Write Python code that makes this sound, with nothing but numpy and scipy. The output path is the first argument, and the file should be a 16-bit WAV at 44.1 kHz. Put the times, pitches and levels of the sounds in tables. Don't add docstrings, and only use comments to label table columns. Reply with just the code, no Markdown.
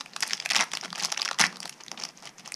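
import sys
import numpy as np
from scipy import signal
from scipy.fft import rfft, irfft, next_fast_len
from scipy.io import wavfile

SR = 44100
rng = np.random.default_rng(int(sys.argv[2]) if len(sys.argv) > 2 else 0)


def store_pcm(level_fs):
    pcm = np.round(np.clip(level_fs, -1, 1) * 32767).astype(np.int16)
    wavfile.write(sys.argv[1], SR, np.atleast_2d(pcm).T)


N = 112454


def amp(db):
    return 10 ** (np.asarray(db) / 20)


def unit(x):
    return x / np.sqrt(np.mean(x ** 2) + 1e-20)


def along(points, hz):
    f, v = np.transpose(points)
    return np.interp(np.log(hz + 1), np.log(f + 1), v)


def coloured(x, points, tilt_db=0):
    m = 2 * next_fast_len(len(x))
    hz = np.fft.rfftfreq(m, 1 / SR)
    gain_db = along(points, hz) + tilt_db * np.tanh(np.log((hz + 1) / 2800))
    cepstrum = irfft(np.log(amp(gain_db)))
    cepstrum[1:m // 2] *= 2
    cepstrum[m // 2 + 1:] = 0
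    response = np.exp(rfft(cepstrum))
    return irfft(rfft(x, m) * response)[:len(x)]


def band(x, edges_hz, order=2):
    edges = np.clip(np.sort(edges_hz), 20, SR / 2 - 1)
    sos = signal.butter(order, edges, "band", fs=SR, output="sos")
    return unit(signal.sosfilt(sos, x))


def add(out, start_s, x):
    i = max(round(start_s * SR), 0)
    out[i:i + len(x)] += x[:max(len(out) - i, 0)]


def stroke(length_s, rise, fall):
    u = np.linspace(0, 1, max(int(length_s * SR), 64))
    return np.clip(np.minimum(u / rise, (1 - u) / fall), 0, 1)


GRAIN_HZ, GRAIN_DECAY_S = (750, 11500), 0.00018


def ticks(n, per_s, scatter_db):
    u = rng.random((int(n * per_s / SR) + 1, 4))
    t = np.arange(SR // 400) / SR
    hz = GRAIN_HZ[0] * (GRAIN_HZ[1] / GRAIN_HZ[0]) ** u[:, 1:2]
    size = amp(scatter_db * np.sqrt(12) * u[:, 2:3] ** 2) * np.sqrt(hz)
    grains = size * np.exp(-t / GRAIN_DECAY_S) * np.cos(2 * np.pi * (hz * t + u[:, 3:]))
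    at = (u[:, :1] * n).astype(int) + np.arange(len(t))
    return np.bincount(at.ravel(), grains.ravel(), minlength=n)[:n]


def crackle(strokes, colour, per_s, scatter_db, rise, fall):
    out = np.zeros(N)
    for start_s, length_s, level_db, tilt_db in strokes:
        env = stroke(length_s, rise, fall)
        grains = unit(coloured(ticks(len(env), per_s, scatter_db), colour, tilt_db))
        add(out, start_s, amp(level_db) * env * grains)
    return out


# start in seconds, length in seconds, level in dB, treble tilt in dB.
FLEXES = [(0, 0.02351, -41, -2.5), (.19, 0.042, -49.5, 0), (.23, 0.08, -42.5, 4), (.3, 0.073555, -40, 4),
          (.39, 0.076, -48, -4), (.45, 0.05, -55, -8.5), (.73, 0.065, -43.5, -1), (.825, 0.045, -39, -1.5),
          (.94, 0.08, -45, -5.5), (.98, 0.073, -42, -0.5), (1.028, 0.041, -29.5, 5),
          (1.06, 0.056, -44.5, -0.5), (1.115, 0.022, -38.5, -11), (1.172, 0.089, -44, -8),
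          (1.25, 0.06874, -48, -15), (1.49, 0.09808, -52.5, -3), (1.615, 0.0684, -42, 1),
          (1.72, 0.04, -53.5, 8), (1.8, 0.022, -45.5, -6.5), (1.92, 0.037, -50, -17),
          (1.97, 0.1044, -43.5, -2), (2.06, 0.056, -48.5, -2.5), (2.16, 0.06387, -54.5, -0.5),
          (2.225, 0.085, -44, -1.5), (2.378, 0.038, -47, -1), (2.44, 0.072, -48, -3.5)]
# frequency in Hz, gain in dB.
FLEX_COLOUR = [(150, -44), (250, -9.5), (468, -8), (845, 0), (1470, -9), (1730, -8.5), (2810, -4.5),
               (3910, -8.5), (5350, -2), (6360, -5), (7440, -14.5), (10700, -19.5), (11900, -40),
               (13900, -25), (16000, -21)]


def flexing():
    return crackle(FLEXES, FLEX_COLOUR, per_s=1500, scatter_db=4.4, rise=0.16, fall=0.36)


# time in seconds, level in dB.
GRIP_LEVEL = [(0, -57.5), (.3, -53), (1.3, -58), (1.8, -59), (2.35, -65.5), (2.55, -56)]


def grip():
    level_db = np.interp(np.arange(N) / SR, *np.transpose(GRIP_LEVEL))
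    return amp(level_db) * unit(coloured(ticks(N, per_s=1800, scatter_db=1), FLEX_COLOUR))


# frequency in Hz, gain in dB.
HUSH_COLOUR = [(20, -7.5), (45, -13.5), (70, -13), (108, -30.5), (135, 8.5), (180, 9), (300, 2.5),
               (460, -1), (820, -3), (1260, -6), (2000, -4), (3700, -23.5), (5500, -19), (10400, -19),
               (13600, -26), (16000, -43)]
HUSH_DB = -56.5


def hush():
    return amp(HUSH_DB) * unit(coloured(rng.standard_normal(N), HUSH_COLOUR))


# start in seconds, level in dB, length in seconds, ring in Hz,
# ring over the crack in dB, low pop in dB, sizzle in dB.
SNAPS = [(0.0083, -28, 0.0011, 3740, -19, -5.5, -25.5), (0.06, -36.5, 0.00069, 2370, 11, -9.5, -15),
         (0.134, -39, 0.0017, 4170, -2, -16, -31.5), (0.163, -25.5, 0.0016, 1300, -3.5, -14, -11.5),
         (0.2055, -28.5, 0.001476, 5530, 6, -26, -0.5), (0.2242, -23.5, 0.00098, 5760, 8, -15.5, -16.5),
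         (0.2268, -19, 0.0012, 4800, -2.5, -22.5, -20), (0.2315, -20, 0.0022, 2040, -0.5, -7.5, -12),
         (0.2655, -38, 0.0019, 5320, -1, -26, -9), (0.271, -36, 0.001492, 5580, 6, -10, -9),
         (0.277, -32, 0.0011, 4610, 3, -23.5, 3), (0.296, -32.5, 0.0022, 2110, -2, -17, -12),
         (0.3079, -26, 0.0014, 2150, 0, -31, -22), (0.3157, -33, 0.0012, 2100, 1, -17, -18),
         (0.3329, -17.5, 0.0009262, 5409, 3.5, -19, -18), (0.371, -38, 0.0012, 5103, 11.5, -27, -11),
         (0.3773, -37, 0.001, 5460, -12, -23, -27), (0.4003, -25, 0.00112, 4657, -4, -31, -22),
         (0.4234, -37, 0.0014, 3360, -9, -21, -21.5), (0.4247, -44, 0.00178, 4981, -7, -5, -18),
         (0.4506, -34, 0.00093, 2224, -3, -7, -12), (0.4539, -34.5, 0.00083, 6022, 3, -15, -8),
         (0.4593, -21, 0.001, 1940, 6.5, -13, -14), (0.4909, -32, 0.00059, 4520, -23.5, -29.5, -10),
         (0.502, -23, 0.00092, 3113, -8.5, -29, -20), (0.5052, -22.5, 0.0007135, 6224, -1.5, -25, -9),
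         (0.51, -18.5, 0.001, 4830, 0, -11, -22), (0.5182, -21, 0.000958, 2872, -4, -12, -11.5),
         (0.5337, -25, 0.00062, 5300, 8, -20, -18), (0.5358, -33, 0.001216, 1713, -3, -3, -25),
         (0.5478, -20, 0.0008398, 2115, -3, -8.5, -15), (0.556, -21, 0.00074, 5378, -6.5, -22, -16),
         (0.5574, -21.5, 0.0008764, 3500, -5.5, -8.5, -19.5), (0.5631, -14, 0.0014, 5140, 0, -12, -14),
         (0.5717, -23, 0.0023, 5557, 2, -10, -12), (0.5834, -25, 0.0005714, 3436, 1, -18, -18),
         (0.592, -21.5, 0.001, 2960, 1, -6, -21.5), (0.6029, -21, 0.00067, 2400, 6, -5, -22),
         (0.6077, -17, 0.0015, 5100, -1.5, -12.5, -15), (0.6136, -25, 0.0007, 1470, 3, -1, -24),
         (0.624, -25.5, 0.0006326, 2194, -1, -3, -22), (0.6324, -27.5, 0.0011284, 2370, 2, 4, -20.5),
         (0.639, -32, 0.0016, 5660, 11, -3.5, -5.5), (0.717, -32.5, 0.00051, 3304, -11, -15.5, -10.5),
         (0.7216, -38, 0.0005, 4901, 8, -11.5, -16), (0.7347, -23, 0.002, 4970, -5.5, -7, -12.5),
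         (0.751, -25.5, 0.002, 4630, 5, -13, -15), (0.7718, -25, 0.0006503, 2830, -15, -18.5, -12.5),
         (0.781, -44, 0.0019, 1880, 8.5, -17, -23), (0.811, -30.5, 0.00089, 5700, 8.5, -35.5, -26.5),
         (0.8328, -36, 0.002, 1289, 15.5, -3.5, -24), (0.8365, -34, 0.0011, 1920, 3, -10, -23),
         (0.847, -30, 0.002082, 3036, -1, -3, -14.5), (0.8571, -33.5, 0.00078, 1314, -23, -2, -31),
         (0.879, -41.5, 0.0012, 2206, 3, -2, -22), (0.9042, -36, 0.0002144, 3382, -1, -27, -16),
         (0.9285, -27.5, 0.00076, 1340, -3, -6, -19), (0.9509, -35.5, 0.001611, 2790, 1, -12, -26),
         (0.9565, -29.5, 0.0011, 4740, -3, -17.5, -14), (0.979, -31.5, 0.0027, 1652, 2, -19, -11),
         (0.9855, -33, 0.0019, 5273, 0, -20, -10), (0.9957, -32, 0.000845, 2130, 3, -17, -8),
         (0.9996, -26.4, 0.00043, 4882, 6, -30, -19.5), (1.006, -29.5, 0.0015, 5181, -6.5, -27.5, -18),
         (1.015, -36.5, 0.0017, 2000, 2.5, -5, -16.5), (1.0248, -27.5, 0.0012, 4050, 1, -5, -6),
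         (1.0343, -33, 0.001085, 5018, -4, -24, -19), (1.0431, -28, 0.00072, 6170, -2.5, -17.5, -10),
         (1.0475, -21.5, 0.0011, 5100, 19, -8, -10), (1.0558, -24.5, 0.00074, 5113, 7, -25, -14.5),
         (1.084, -41, 0.001473, 2860, 14, 3, -15), (1.102, -35, 0.0008937, 5900, 0, -8, -20),
         (1.119, -25.5, 0.00047, 5358, 9, -27, -8.5), (1.1229, -20.5, 0.00098, 5833, 4, -10, -13.5),
         (1.14, -37, 0.0006, 5000, -11, -8, -24.5), (1.145, -33.5, 0.0012415, 2300, -10, -18, -27),
         (1.1632, -38, 0.0011, 1870, 18, -16, -30), (1.1738, -26.5, 0.0015, 2580, 10, -9.5, -15),
         (1.176, -24, 0.00092, 5443, 4, -27, -23), (1.1916, -35, 0.0017, 3040, -11, -11, -16),
         (1.1961, -27, 0.00087, 3213, 3.5, -9, -23.5), (1.2, -33.5, 0.001428, 1310, -9, 4, -26),
         (1.2094, -32, 0.00066, 5244, 6.5, -21, -19), (1.218, -18.5, 0.00058, 4700, 5.5, -29, -20),
         (1.2265, -28, 0.002648, 2940, 10.5, -10, -12), (1.2501, -25.5, 0.00047, 6000, 5, -24, -19),
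         (1.2545, -23.5, 0.0006, 5161, 3.5, -15, -13), (1.2587, -26, 0.0013, 1370, 0, -17, -21),
         (1.2781, -25, 0.00087, 2316, 4, -20, -27), (1.2878, -24, 0.0013, 1650, 4.5, -27.5, -23),
         (1.312, -21.5, 0.0015, 800, -1, -3.5, -16), (1.33, -33.5, 0.0018, 5750, -0.5, -14, -18),
         (1.344, -36, 0.0016, 1344, -2.5, -21, -23), (1.3817, -43, 0.000928, 1686, 12, -14, -23),
         (1.3872, -23, 0.0014, 4630, -12, -12, -16), (1.395, -19.5, 0.0016086, 5450, -8, -5, -4.5),
         (1.4015, -16.5, 0.0015, 5606, 2, -2, -16), (1.4058, -24.5, 0.00033, 3500, -9.5, -2, -16.5),
         (1.409, -28, 0.00099, 2100, -2, -9, -10), (1.4122, -15, 0.0017, 5340, 4, -9.5, -16),
         (1.4207, -18.5, 0.0014, 1930, 1, -8.5, -24), (1.439, -13.5, 0.0007, 2000, 15, -12.5, -27),
         (1.446, -30, 0.00097, 4800, -9, -8, -17), (1.449, -28, 0.0019, 1827, -5, -17, -17.5),
         (1.4537, -36, 0.0007, 1900, 0, -6, -15.5), (1.4651, -25.5, 0.002, 5000, 5, -15.5, -12.5),
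         (1.5268, -38.5, 0.00073, 5250, -24.5, -1, -13), (1.5583, -38, 0.0014, 4370, -8, -15, -22),
         (1.5693, -37, 0.00092, 4131, 13, -3.5, -7), (1.603, -30, 0.0011, 5103, 10, -11, -7),
         (1.6291, -32, 0.00065, 2725, -1, -20.5, -12), (1.6558, -29, 0.0005, 4200, 1, -2.5, -9),
         (1.677, -37.5, 0.0011, 5363, 0, -25.5, -7), (1.694, -30.5, 0.0018, 5945, 4, -19, -5),
         (1.726, -42, 0.00072, 3071, 0, -17.5, -22.5), (1.806, -39.5, 0.0023, 4684, -6, -13, -26.5),
         (1.8363, -38, 0.00036, 5560, 12.5, -19, -19), (1.8638, -42, 0.00086, 5200, -3, -14.5, -10),
         (1.882, -34, 0.000543, 4080, 6, -25.5, -19), (1.9155, -27.5, 0.0012, 5130, 2.5, -7, -14),
         (1.944, -43, 0.00066, 1310, 20, 5, -17), (1.975, -33.5, 0.0024, 3300, -2, -10, -29),
         (1.991, -43, 0.0026, 5080, -11.5, 0, -14), (1.9989, -34.5, 0.000782, 5201, 9, -13, -18.5),
         (2.013, -37, 0.002118, 5540, 1, -28, -19), (2.0225, -34, 0.00078, 5590, 3, -14, -26.5),
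         (2.0366, -24.5, 0.00065, 5200, 23, -13, -19.5), (2.051, -28.5, 0.002, 4941, 1.5, -16, -14),
         (2.0888, -39, 0.00049, 5314, 10.5, -9, -21.5), (2.174, -42.5, 0.0005, 5895, 15, -20, -20),
         (2.224, -41.5, 0.001719, 1900, -3, 0, -7), (2.255, -38, 0.00096, 5060, 2.5, -7, -6.5),
         (2.2718, -37.5, 0.0017, 2550, 7, -8, -13), (2.382, -42, 0.0015, 5963, 14, -16, -23),
         (2.395, -44, 0.0031, 6196, 0.5, -3.5, -5), (2.4588, -37.5, 0.00088, 2650, 0, -28, -10),
         (2.476, -33.5, 0.0011, 5830, 24, -8, -14), (2.5208, -29, 0.00082, 2400, 2, -17, -2),
         (2.5421, -28, 0.00025, 5300, 27, -40, -26)]
RING_WIDTH_HZ, RING_WIDENS = 540, 0.15
LEVEL_OVER_S = 0.003
CHATTER, CHATTER_LIFE = 1.23, 1
LEAD_S, LEAD_DB = 0.0018, -14.5
POP_HZ, CRACK_HZ, SIZZLE_HZ = (714, 1374), (1660, 5860), (7127, 10320)
BODY_HZ, BODY_DB = (235, 656), -15.5


def snaps():
    out, t = np.zeros(N), np.arange(SR // 50) / SR
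    for start_s, level_db, length_s, ring_hz, ring_db, pop_db, sizzle_db in SNAPS:
        u = np.maximum(t - LEAD_S, 0) / max(CHATTER_LIFE * length_s, 1 / SR)
        slips = unit(rng.standard_normal(len(t)) * np.sqrt(u) * np.exp(-u))
        creak = unit(rng.standard_normal(len(t)) * t * (t < LEAD_S))
        push = CHATTER * (slips + amp(LEAD_DB) * creak) / np.sqrt(len(t))
        flip = int(np.clip((LEAD_S + length_s / 3) * SR, 0, len(t) - 1))
        push[flip] += rng.choice([-1, 1])

        width_hz = RING_WIDTH_HZ + RING_WIDENS * ring_hz
        ring = band(push, (ring_hz - width_hz / 2, ring_hz + width_hz / 2))
        crack = unit(amp(ring_db) * ring + band(push, CRACK_HZ, order=4))
        pop = band(push, POP_HZ, order=3) + amp(BODY_DB) * band(push, BODY_HZ, order=3)
        sizzle = band(push, SIZZLE_HZ)
        snap = unit(crack + amp(pop_db) * pop + amp(sizzle_db) * sizzle)
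        add(out, start_s - LEAD_S, amp(level_db) * snap * np.sqrt(LEVEL_OVER_S / t[-1]))
    return out


# start in seconds, length in seconds, level before colouring in dB.
THUDS = [(.13, 0.1399, -56.5), (.31, 0.06173, -53), (.5, 0.0485, -51), (.55, 0.1, -43), (.73, 0.02, -47.5),
         (0.837, 0.058, -48.5), (0.979, 0.041, -48), (1.012, 0.09, -48), (1.18, 0.09594, -55),
         (1.398, 0.062, -37.5), (1.437, 0.06, -41.5), (1.49, 0.16, -51.5), (1.64, 0.037, -48),
         (1.905, 0.0685, -50), (1.97, 0.13, -51.5), (2.423, 0.069, -61)]
# frequency in Hz, gain in dB.
PACK_COLOUR = [(30, -36), (60, -28), (105, -40), (135, -6.5), (190, 1), (280, -6.5), (450, -11.5),
               (1000, -12.5), (4000, -57.5)]


def thuds():
    out = np.zeros(N)
    for start_s, length_s, level_db in THUDS:
        env = stroke(length_s, rise=0.066, fall=0.51)
        add(out, start_s, amp(level_db) * env * rng.standard_normal(len(env)))
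    return out.std() * unit(coloured(out, PACK_COLOUR))


# start in seconds, length in seconds, level in dB, treble tilt in dB.
RIPS = [(.51, 0.04472, -37.5, -6.5), (.556, 0.033, -30, -2), (.59, 0.05547, -28.5, -1.5),
        (1.394, .028, -21, 4), (1.417, 0.056, -27.5, 1.5)]
# frequency in Hz, gain in dB.
RIP_COLOUR = [(150, -30.5), (250, -6), (336, -29), (557, -15), (723, -5), (988, -1), (1730, -5), (2050, 4),
              (2490, -4), (3910, -9), (5630, -3), (7500, -19.5), (10700, -18), (12000, -36), (15000, -33.5)]


def tearing():
    return crackle(RIPS, RIP_COLOUR, per_s=4000, scatter_db=4.4, rise=0.15, fall=0.29)


# start in seconds, peak before colouring in dB.
KNOCKS = [(0.881, -42), (0.9095, -36.5), (1.401, -30), (1.4815, -39.5)]
KNOCK_HZ, KNOCK_T60_S, KNOCK_ATTACK_S = 176.5, 0.044, 0.00251


def knocks():
    out, t = np.zeros(N), np.arange(SR // 5) / SR
    env = amp(-60 * t / KNOCK_T60_S) * (1 - np.exp(-t / KNOCK_ATTACK_S))
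    note = env / env.max() * np.sin(2 * np.pi * KNOCK_HZ * t)
    for start_s, peak_db in KNOCKS:
        add(out, start_s, amp(peak_db) * note)
    return coloured(out, PACK_COLOUR)


# frequency in Hz, time to fall 60 dB in seconds.
ROOM_T60 = [(200, 0.26), (1500, 0.26), (6000, 0.24), (14000, 0.17833)]
# frequency in Hz, gain in dB.
ROOM_SEND = [(200, -17.5), (1200, -12.5), (2500, -14.5), (6000, -18.5), (14000, -10.5)]
WALL_S, WALL_DB = 0.011, -20.5


def room(x):
    hz, t, z = signal.stft(rng.standard_normal(SR // 2), SR, nperseg=256)
    fade = amp(-60 * t / along(ROOM_T60, hz)[:, None])
    onset = 1 - np.exp(-t / 0.0008)
    tail = signal.istft(z * fade * onset, SR, nperseg=256)[1]
    response = coloured(tail / np.linalg.norm(tail), ROOM_SEND)
    add(response, WALL_S, amp([WALL_DB]))
    return signal.fftconvolve(x, response)[:N]


def scene():
    foil = flexing() + grip() + snaps() + tearing()
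    hands = foil + thuds() + knocks()
    return (hands + room(hands) + hush())[None]


CEILING, CEILING_KNEE = 0.6, 5
TOP_HZ = 15500


def record(dry):
    soft = dry / (1 + np.abs(dry / CEILING) ** CEILING_KNEE) ** (1 / CEILING_KNEE)
    m = next_fast_len(N + SR // 2)
    passed = np.fft.rfftfreq(m, 1 / SR) < TOP_HZ
    return irfft(rfft(soft, m) * passed, m)[:, :N]


dry = scene()
out = record(dry)
store_pcm(out)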